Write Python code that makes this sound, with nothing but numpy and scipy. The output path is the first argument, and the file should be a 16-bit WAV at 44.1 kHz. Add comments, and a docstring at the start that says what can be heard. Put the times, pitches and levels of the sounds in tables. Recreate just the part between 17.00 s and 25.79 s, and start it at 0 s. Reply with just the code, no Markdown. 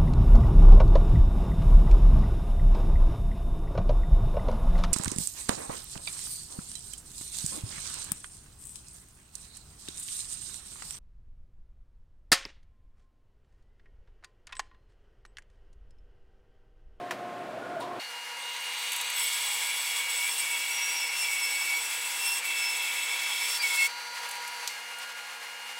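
"""A bandsaw rips a slab off a wet log in a small workshop, heard at one point over an extractor's whine.
At first the shop is dull and boomy as the log's sled scrapes up; then the sound turns abruptly thin and bright.
Five pushes: filtered noise pulsed by the teeth hisses, a shaken blade mode chatters, the motor whine sags;
when the hands ease off, partials on one shaky pitch shriek. The blade breaks out and runs free,
then the saw is switched off with a click, a short resonant burst, and its whine coasts down."""
import sys
import numpy as np
from scipy import signal
from scipy.fft import rfft, irfft, next_fast_len
from scipy.io import wavfile
from scipy.ndimage import map_coordinates

SR = 44100
rng = np.random.default_rng(int(sys.argv[2]) if len(sys.argv) > 2 else 0)


def wrap_up_sound(samples):
    """Save the sound to the file named by the first command line argument, as 16-bit audio."""
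    columns = np.atleast_2d(samples).T
    # keep every value between -1 and 1, then stretch to whole-number steps
    tamed = np.clip(columns, -1, 1)
    steps = np.round(tamed * 32767).astype(np.int16)
    wavfile.write(sys.argv[1], SR, steps)


N = 387638  # length in samples

# the blade meets the slanted end of the log, takes its full depth, and breaks out (s)
ENTER_S, DEEP_S, THROUGH_S = 1.36, 2.16, 6.875
# the sound turns bright, and the saw is switched off (s)
BRIGHT_AT_S, SWITCH_OFF_S = .996, 7.69
TOOTH_HZ = 330.6  # teeth passing each second
WHEEL_HZ = 9.6  # the blade tension varies once per turn of the wheels

# tearing wood and chip spray, each before its floor and trim [time_s, tear_level_db, spray_level_db]
CUT_LEVELS = [(1.35, -45, -60), (1.85, -38, -44.5), (2.13, -37.5, -49), (2.2, -38, -38),
              (3.3, -41.5, -38.5), (4.3, -43, -39.5), (5.2, -42.5, -39), (6.3, -39.5, -40.5),
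              (6.87, -40, -34)]
# spectrum shape of the tearing wood [frequency_hz, level_db_per_hz]
TEAR_SPECTRUM = [(500, -79), (1000, -1.5), (1600, -12), (2100, 5), (2500, 0.5), (3000, 2), (3900, 3),
                 (4800, -16.5), (6500, -3.5), (9000, -21)]
# spectrum shape of the flying chips [frequency_hz, level_db_per_hz]
SPRAY_SPECTRUM = [(3000, -47), (4900, 0), (5500, 1.5), (6400, -4), (7400, 4), (8400, 4), (9300, -1.5),
                  (10300, 1), (11500, -5), (13200, -3), (14500, -9.5), (15800, -4)]
# broad blade resonances under the teeth, before the tearing level [frequency_hz, width_hz, level_db]
BLADE_RESONANCES = [(3370, 230, 0.5), (8450, 710, -29), (9970, 230, -12.5)]
# light running lifts the wood's tearing slightly and flings more dust
EASE_TEAR_DB, EASE_SPRAY_DB = 0.5, 2


def cut(tear_trim_db=1, spray_trim_db=2.0, tear_floor_db=-48, spray_floor_db=-53, thrum_db=-70):
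    """Wood tears, chips spray, the blade rasps in broad resonances, and the log thrums at the tooth rate."""
    s, tear_db, spray_db = np.transpose(CUT_LEVELS)
    in_wood = between(ENTER_S, THROUGH_S, ramp=0.019)
    eased = easing()
    tear = amp(curve(s, tear_db) + EASE_TEAR_DB * eased) * in_wood
    spray = amp(curve(s, spray_db) + EASE_SPRAY_DB * eased) * in_wood
    # the tearing and spray fade to nothing below these floors
    tear = np.sqrt(np.maximum(tear ** 2 - amp(tear_floor_db) ** 2, 0))
    spray = np.sqrt(np.maximum(spray ** 2 - amp(spray_floor_db) ** 2, 0))
    rasp = sum(amp(db) * resonate(teeth(), hz, width) for hz, width, db in BLADE_RESONANCES)
    rasp = rasp * between(DEEP_S, THROUGH_S)
    wood = amp(tear_trim_db) * colour(teeth(), TEAR_SPECTRUM) + rasp
    chips = amp(spray_trim_db) * colour(teeth(), SPRAY_SPECTRUM)
    thrum = amp(thrum_db) * resonate(noise(), TOOTH_HZ, width=35) * between(3.2, THROUGH_S)
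    return tear * wood + spray * chips + thrum


def teeth(bite=0.14, grain_db=0.3, flutter_db=1.17):
    """Noise of breaking fibres: a pulse for every tooth, uneven from chip to chip."""
    tooth_hz = TOOTH_HZ * (1 + .012 * drift(5))
    pulse = 1 + bite * np.cos(turns(tooth_hz))
    return noise() * pulse * amp(grain_db * drift(600) + flutter_db * drift(25))


# the teeth lose their bite for an instant [centre_s, length_s, level_db]
SLIPS = [(3.06, .1, -4.5), (4.1, .16, -3.5), (5.42, .075, -10), (6.603, .075, -10)]


def bite_slips():
    """Brief dips in the level as the teeth lose their bite."""
    return amp(sum(db * arch(s, length) for s, length, db in SLIPS))


# slowly changing squeal of the blade beneath the shrieks, before partial trims
# [time_s, first_level_db, second_level_db, third_level_db]
SLOW_SQUEAL = [(1.37, -60, -64, -51.5), (2.14, -57, -66, -42), (2.2, -57, -48, -36), (3.0, -45, -47, -41),
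               (3.8, -38.5, -50, -45), (4.7, -39.5, -41.5, -38), (5.15, -41.5, -60, -44),
               (5.5, -33.5, -47.5, -41.5), (6.87, -43.5, -40, -47)]
# the squeal swells into shrieks, before partial trims
# [centre_s, length_s, first_level_db, second_level_db, third_level_db]
SHRIEKS = [(2.213, 0.2, -52, -39, -32), (3.326, 0.87, -50, -49, -37.5), (4.036, 0.41, -53, -36, -55),
           (4.21, 0.21, -35.5, -36.5, -53), (4.465, 0.33, -46, -37, -48), (5.29, 0.32, -33.5, -34.5, -35.5),
           (5.663, 0.31, -37, -35, -56), (6.485, 0.36, -49, -37.5, -41), (6.808, 0.18, -29.5, -41, -43)]
# pitch of the squeal running free, and its fall at a load of 1
SQUEAL_HZ, SQUEAL_SAG_HZ = 2738, 77


def squeal(flutter_db=3, trims_db=(-1.5, -3, -2, -12, -15), halo_db=-12.5, halo_step_db=3.0, halo_hz=150,
           fourth_flare_db=1.5, jitter=0.001286, throb_db=0.5):
    """Stick and slip of the blade on wet wood: five partials on one shaky pitch, the top ones moving together."""
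    s, *slow = np.transpose(SLOW_SQUEAL)
    power = np.array([level(s, db) ** 2 for db in slow])
    for s, length, *db in SHRIEKS:
        power = power + amp(db)[:, None] ** 2 * arch(s, length) ** 2
    first, second, third = np.sqrt(power)
    # shrillest as the blade first takes the full depth
    fourth = third * amp(fourth_flare_db * between(DEEP_S, 3))
    gains = (first, second, third, fourth, third)
    hz = SQUEAL_HZ - SQUEAL_SAG_HZ * load()
    phase = turns(hz * (1 + jitter * drift(80) + .0008 * drift(8)))
    out = np.zeros(N)
    for k, (gain, trim_db) in enumerate(zip(gains, trims_db), 1):
        flutter = evened(amp(flutter_db * np.sqrt(k / 3) * drift(20)))  # higher partials break up more
        line = np.sqrt(2) * np.sin(k * phase) * flutter
        halo = amp(halo_db + halo_step_db * k) * resonate(noise(), k * hz, width=halo_hz)
        out += (line + halo) * gain * amp(trim_db)
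    return out * amp(throb_db * tone(WHEEL_HZ))


# pitch of the chatter while the hands push [time_s, pitch_hz]
CHATTER_PITCH = [(1.5, 2180), (2, 2540), (2.17, 2250), (6.56, 2245), (6.595, 2380), (6.625, 2310),
                 (6.64, 2210)]
CHATTER_EASE_HZ = 80  # the chatter rises by this much while the blade runs light
# the skid's partials 1 and 2 [level_db]
SKID_LEVELS = (-37, -32)
SKID_AT_S, SKID_LENGTH_S = 6.612, .06  # the blade skids as it bites for the last push
# a higher blade mode sings briefly, before its trim [time_s, level_db]
SING_LEVEL = [(3.55, -66), (3.75, -41), (3.92, -36), (4.08, -48), (4.7, -47), (5.4, -64)]
SING_HZ = 5655


def chatter(trim_db=-2, lock_db=-35, lock_range_db=3, octave_db=-16, sing_trim_db=-1, shake=0.00608,
            wander=.004):
    """A blade mode shaken by the teeth; when driven hard it locks into a rough tone."""
    db = chatter_db_curve()
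    hz = curve(*np.transpose(CHATTER_PITCH)) + CHATTER_EASE_HZ * easing()
    hz = hz * (1 + wander * drift(6))
    locked = 1 / (1 + np.exp((lock_db - db) / lock_range_db))
    shaken = resonate(teeth(), hz, width=260)
    shaky_hz = hz * (1 + shake * drift(70))
    swing = evened(np.tanh(amp(4.1 * drift(40))))  # the kerf limits how far the blade can swing
    ringing = (tone(shaky_hz) + amp(octave_db) * tone(2 * shaky_hz)) * swing
    low_mode = (np.sqrt(1 - locked) * shaken + np.sqrt(locked) * ringing) * amp(db + trim_db)
    skid = sum(amp(skid_db) * tone(k * shaky_hz) for k, skid_db in enumerate(SKID_LEVELS, 1))
    skid = skid * arch(SKID_AT_S, SKID_LENGTH_S)
    s, sing_db = np.transpose(SING_LEVEL)
    sing = resonate(teeth(), SING_HZ, width=32) * level(s, sing_db + sing_trim_db)
    return low_mode + skid + sing


# bouts of chatter as the log is pushed, before the chatter trim
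# [start_s, end_s, first_level_db, last_level_db]
CHATTER_BOUTS = [(2.17, 3.304, -38, -32), (3.398, 4.158, -33, -35), (4.225, 4.8, -34.5, -29.5),
                 (5.422, 6.502, -35.5, -35), (6.63, 6.68, -24, -25.5), (6.69, 6.866, -31, -20.5)]
CHATTER_REST_DB, CHATTER_RAMP_S = -40, 0.028  # rest level at a load of 1; rise and fall of the bouts


def chatter_db_curve(throb_db=0.1):
    """Level of the chatter: a rest level that follows the load, bouts on the pushes, a throb from the wheels."""
    rest = amp(CHATTER_REST_DB) * load()
    bouts = sum(amp(curve([start, end], [first, last])) * between(start, end, CHATTER_RAMP_S)
                for start, end, first, last in CHATTER_BOUTS)
    return 20 * np.log10(np.maximum(rest, bouts) + 1e-9) + throb_db * tone(WHEEL_HZ)


# short bright ticks and rasps: teeth catching wood on entry, later the slab brushing the blade
# and handling; before the trim [start_s, level_db]
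TICKS = [(1.9185, -18), (1.9306, -20), (1.9616, -18), (2.0103, -19), (2.0991, -19.5), (7.2883, -24),
         (7.3103, -22.5), (7.3537, -32), (7.4759, -26), (7.7174, -38), (7.9848, -30.5)]


def ticks_and_rasps(trim_db=-10, t60=0.053, attack=0.0008):
    """Short bright bursts of noise, from teeth catching wood, the slab brushing the blade and handling."""
    t, envelope = np.arange(SR // 4) / SR, np.zeros(N)
    for s, db in TICKS:
        add(envelope, s, amp(db + trim_db - 60 * t / t60) * (1 - np.exp(-t / attack)))
    spectrum = [(1000, -30), (2500, 2), (5000, -8), (8000, 6), (13500, -2), (15800, -9)]  # Hz, dB per Hz
    return envelope * colour(teeth(), spectrum)


# the hands ease off between pushes [start_s, end_s]
EASES = [(3.27, 3.44), (4.15, 4.26), (5.19, 5.41), (6.47, 6.61)]


def easing():
    """1 while the hands ease off, 0 while they push."""
    return sum(between(start, end, ramp=0.098) for start, end in EASES)


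# load on the motor (0 running free, 1 feeding hard): on entering, just short of full depth,
# at full depth, deep in the kerf
LOAD_TOUCH, LOAD_SLANT, LOAD_DEEP, LOAD_BOUND = .13, .72, .75, 1.08
BIND_S = 1.7  # time constant of the kerf tightening on the blade
EASE_LOAD_DROP = .56  # the share of the load that falls away as the hands ease off


def load():
    """The load grows with the depth of the cut, then as the kerf binds, and falls as the hands ease off."""
    t = np.arange(N) / SR
    entering = curve([ENTER_S, DEEP_S], [LOAD_TOUCH, LOAD_SLANT])
    binding = LOAD_BOUND + (LOAD_DEEP - LOAD_BOUND) * np.exp((DEEP_S - t) / BIND_S)
    pushed = np.where(t < DEEP_S, entering, binding)
    return pushed * (1 - EASE_LOAD_DROP * easing()) * between(ENTER_S, THROUGH_S, ramp=0.14)


# magnetic hum, before the motor loudness [frequency_hz, level_db]
HUM = [(479, -73.5), (959, -55)]
# rotor slot whine and its sidebands, counted from the whine [step_count]
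SLOT_STEPS = [-1, 0, 1, 2, 3]
# one for each of those steps, before the motor loudness [level_db]
SLOT_LEVELS = [-56.5, -52, -63.5, -74, -60]
# loudness added to whine and hum [time_s, whine_level_db, hum_level_db]
MOTOR_LOUDNESS = [(1, 2, -5), (1.2, -6, 5), (1.8, 4.5, 4), (2.5, 5, 3.5), (3.4, 0, 2), (6.1, -2.5, 3.5),
                  (6.55, 6.5, 6.5), (7.73, 1.5, 7.5), (7.9, -13, 0.5)]
# spin-up and coasting [time_s, share_of_idle_speed]
SPEED = [(1, .95), (1.12, 1), (7.68, 1), (7.75, .958), (8, .85)]
# slot whine running free, its fall at a load of 1, and the spacing of its sidebands
SLOT_HZ, SLOT_SAG_HZ, SLOT_STEP_HZ = 4552, 55, 479


def motor(unsteady=0.06):
    """Hum and sidebands last while current flows; the slot whine follows the rotor, sagging, then coasting."""
    s, whine_db, hum_db = np.transpose(MOTOR_LOUDNESS)
    current = between(0, SWITCH_OFF_S)
    hum = sum(amp(db) * tone(hz, waver=0.13) for hz, db in HUM) * current
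    speed = curve(*np.transpose(SPEED))
    speed = speed + unsteady * (1 - speed) * drift(150)  # the rotor shudders while off its running speed
    slot_hz = SLOT_HZ * speed - SLOT_SAG_HZ * load()
    whine = np.zeros(N)
    for k, db in zip(SLOT_STEPS, SLOT_LEVELS):
        line = amp(db) * tone(slot_hz + k * SLOT_STEP_HZ)
        whine += line * (current if k else 1)  # step 0 is the whine itself and outlasts the current
    return hum * level(s, hum_db) + whine * level(s, whine_db)


def spin_up(hz=4410, width_hz=200, level_db=-46, end_s=1.095):
    """A short rough whine from the drive as the blade comes up to speed: noise in one resonance."""
    return amp(level_db) * resonate(noise(), hz, width_hz) * between(BRIGHT_AT_S, end_s)


# a wooden knock, a short scrape in a high and a lower band, and the switch
# [start_s, peak_level_db, centre_hz, t60_s, sharpness_q]
KNOCKS = [(0.1087, -20.5, 1380, 0.073, 1.6), (.802, -42.5, 9300, 0.14, 6), (.808, -35.5, 3500, 0.32, 3.2),
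          (7.6755, -16.5, 5100, 0.023, 1.7)]


def knocks(tail_db=-16, room_t60=0.37):
    """Knock, scrape bands and switch: each a short burst in one broad resonance, followed by the room."""
    t, out = np.arange(SR // 3) / SR, np.zeros(N)
    for s, db, hz, t60, sharpness in KNOCKS:
        decay = amp(-60 * t / t60) + amp(tail_db - 60 * t / room_t60)
        burst = rng.standard_normal(len(t)) * decay
        ring = signal.lfilter(*signal.iirpeak(hz, sharpness, SR), burst)
        add(out, s, amp(db) * ring / abs(ring).max())
    return out


# spectrum shape of rushing air and running wheels [frequency_hz, level_db_per_hz]
AIR_SPECTRUM = [(180, -32), (300, -42), (400, -22.5), (470, -10), (640, -12.5), (850, 0.5), (1300, -2.5),
                (2250, 3), (3000, -3.5), (4900, -7), (6000, -8), (10000, -11.5), (15500, -22)]
# its mean level, which flickers [time_s, level_db]
AIR_LEVEL = [(1, -42), (7.6, -40), (7.9, -41.5), (8.79, -42)]
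# hollows of the housing [frequency_hz, width_hz, level_db]
HOUSING = [(329, 48, -77.5), (534, 73, -64.5), (825.3, 15, -60), (951, 30, -56.5), (1647, 15, -55),
           (2117, 85, -52.5)]
# lasting tones of the extractor fan [multiple_of_fan_pitch, level_db]
FAN_TONES = [(1, -74), (2, -65.5), (3, -64), (13, -64), (18, -56), (20, -62)]
# two fan tones that swell and fade, before their trims [time_s, sixth_level_db, twelfth_level_db]
FAN_WHINE = [(1, -56.5, -44.5), (2, -55.5, -41.5), (4, -55.5, -44), (6.3, -52.5, -53), (7.1, -46.5, -51.5),
             (7.8, -54, -49.5), (8, -46.5, -49), (8.4, -51.5, -51.5), (8.79, -53, -45)]
FAN_HZ = 236.8


def extractor(sixth_trim_db=-1, twelfth_trim_db=0):
    """Air rushes through hollow housings under the tones of the fan."""
    air = colour(noise(), AIR_SPECTRUM) * amp(curve(*np.transpose(AIR_LEVEL)) + 1.1 * drift(14))
    hollows = sum(amp(db) * resonate(noise(), hz, width) for hz, width, db in HOUSING)
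    hz = FAN_HZ * (1 + 0.00026 * drift(2))
    s, sixth_db, twelfth_db = np.transpose(FAN_WHINE)
    sixth = amp(curve(s, sixth_db) + sixth_trim_db) * tone(6 * hz)
    twelfth = amp(curve(s, twelfth_db) + twelfth_trim_db) * tone(12 * hz)
    lasting = sum(amp(db) * tone(round(k) * hz, waver=0.11) for k, db in FAN_TONES)
    return air + hollows + sixth + twelfth + lasting


# spectrum shape of the boomy opening [frequency_hz, level_db_per_hz]
RUMBLE_SPECTRUM = [(45, -38), (96, -29), (120, -21), (262, -9), (470, -11), (660, -6), (900, -15.5),
                   (1400, -16), (2000, -20.5), (3500, -28.5), (6000, -38.5), (9000, -40.5), (15500, -52)]
# its level, before the trim [time_s, level_db]
RUMBLE_LEVEL = [(0.0, -42.5), (0.918, -41.5), (0.98, -39.5)]
# fan tones in the dull opening [frequency_hz, level_db]
DULL_TONES = [(118.4, -62.5), (355.3, -55.5), (673, -62), (710.6, -43.5), (1066, -53.5)]
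# the log's sled scrapes over the table, before the trim [time_s, resonance_hz, level_db]
SLED = [(.48, 596, -51), (.56, 663, -40.5), (.76, 660, -51), (.82, 940, -39), (.9, 1050, -41.5),
        (.99, 1110, -51)]
# the sled judders as it is pushed up [centre_s, length_s, level_db]
JUDDERS = [(.773, .022, -31), (.797, .02, -34)]
JUDDER_HZ = 664


def dull_shop(rumble_trim_db=1, sled_trim_db=-1, overtone_db=-47):
    """Boomy fan noise and tones, with the sled's scrape as noise in a moving resonance."""
    rumble_db = curve(*np.transpose(RUMBLE_LEVEL)) + rumble_trim_db
    rumble = colour(noise(), RUMBLE_SPECTRUM) * amp(rumble_db)
    fan = sum(amp(db) * tone(hz, waver=0.32) for hz, db in DULL_TONES)
    s, hz, db = np.transpose(SLED)
    scrape = resonate(noise(), curve(s, hz), width=160) * level(s, db + sled_trim_db)
    # the scrape turns briefly nasal
    overtone = amp(overtone_db) * resonate(noise(), 1444, width=120) * between(0.61, 0.81)
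    judder = tone(JUDDER_HZ) * sum(amp(db) * arch(s, length) for s, length, db in JUDDERS)
    return rumble + fan + scrape + overtone + judder


def amp(db):
    """Decibels to gain."""
    return 10 ** (np.asarray(db) / 20)


def evened(x):
    """Scales to rms 1."""
    return x / np.sqrt(np.mean(x ** 2) + 1e-20)


def curve(s, values):
    """Joins timed points by straight lines."""
    return np.interp(np.arange(N) / SR, s, values)


def between(start, end, ramp=.01):
    """1 from start to end, with sloping edges."""
    return curve([start - ramp / 2, start + ramp / 2, end - ramp / 2, end + ramp / 2], [0, 1, 1, 0])


def arch(s, length):
    """A rounded swell from 0 to 1 and back, centred on s."""
    return np.cos(np.pi * np.clip((np.arange(N) / SR - s) / length, -.5, .5)) ** 2


def level(s, db):
    """A gain curve, silent outside its points."""
    return amp(curve(s, db)) * between(s[0], s[-1])


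def noise():
    """White noise."""
    return rng.standard_normal(N)


def colour(x, points):
    """Gives x a spectrum of (Hz, dB) points, at rms 1."""
    hz, db = np.transpose(points)
    size = next_fast_len(N)
    f = np.fft.rfftfreq(size, 1 / SR)
    gain = amp(np.interp(np.log(f + 1), np.log(hz), db))
    return evened(irfft(rfft(x, size) * gain, size)[:N])


def drift(hz):
    """Smooth chance of rms 1 that changes about hz times a second."""
    knots = rng.standard_normal(N // 32)
    places = np.arange(0, N, 16) * 2 * hz / SR  # one value for every 16 samples
    return evened(map_coordinates(knots, [places], order=3, mode="wrap")).repeat(16)[:N]


def turns(hz):
    """Running phase of a frequency curve."""
    return 2 * np.pi * np.cumsum(hz * np.ones(N)) / SR


def tone(hz, waver=0.16):
    """A machine tone whose strength wavers."""
    return np.sqrt(2) * np.sin(turns(hz) + 2 * np.pi * rng.random()) * (1 + waver * drift(9))


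def resonate(x, hz, width):
    """A gentle resonance with broad skirts that follows the curve hz, at rms 1."""
    turn = np.exp(1j * turns(hz))
    r = np.exp(-np.pi * width / SR)
    # shift the resonance to 0 Hz, filter there, and shift back
    return evened((turn * signal.lfilter([1], [1, -2 * r, r * r], x / turn)).real)


def add(mix, s, sound):
    """Mixes a sound in at time s."""
    part = mix[max(round(s * SR), 0):][:len(sound)]
    part += sound[:len(part)]


LOW_CUT_HZ = 167  # the running saw is heard without bass


def scene():
    """The dull opening gives way to the bright, bassless running saw; both channels are alike."""
    bright = between(BRIGHT_AT_S, N)
    knocking = knocks()
    cutting = bite_slips() * (cut() + squeal()) + chatter() + ticks_and_rasps()
    saw = cutting + motor() + spin_up() + knocking + extractor()
    saw = signal.sosfilt(signal.butter(8, LOW_CUT_HZ, "highpass", fs=SR, output="sos"), saw)
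    mono = (1 - bright) * (dull_shop() + knocking) + bright * saw
    return np.array([mono, mono])


EDGE_HZ = 15850  # upper edge of the band


def record(dry):
    """The microphone and recorder pass nothing much above the upper band edge."""
    low_pass = signal.firwin(511, EDGE_HZ, window=("kaiser", 9), fs=SR)
    return signal.oaconvolve(dry, low_pass[None], "same")


dry = scene()
out = record(dry)
wrap_up_sound(out)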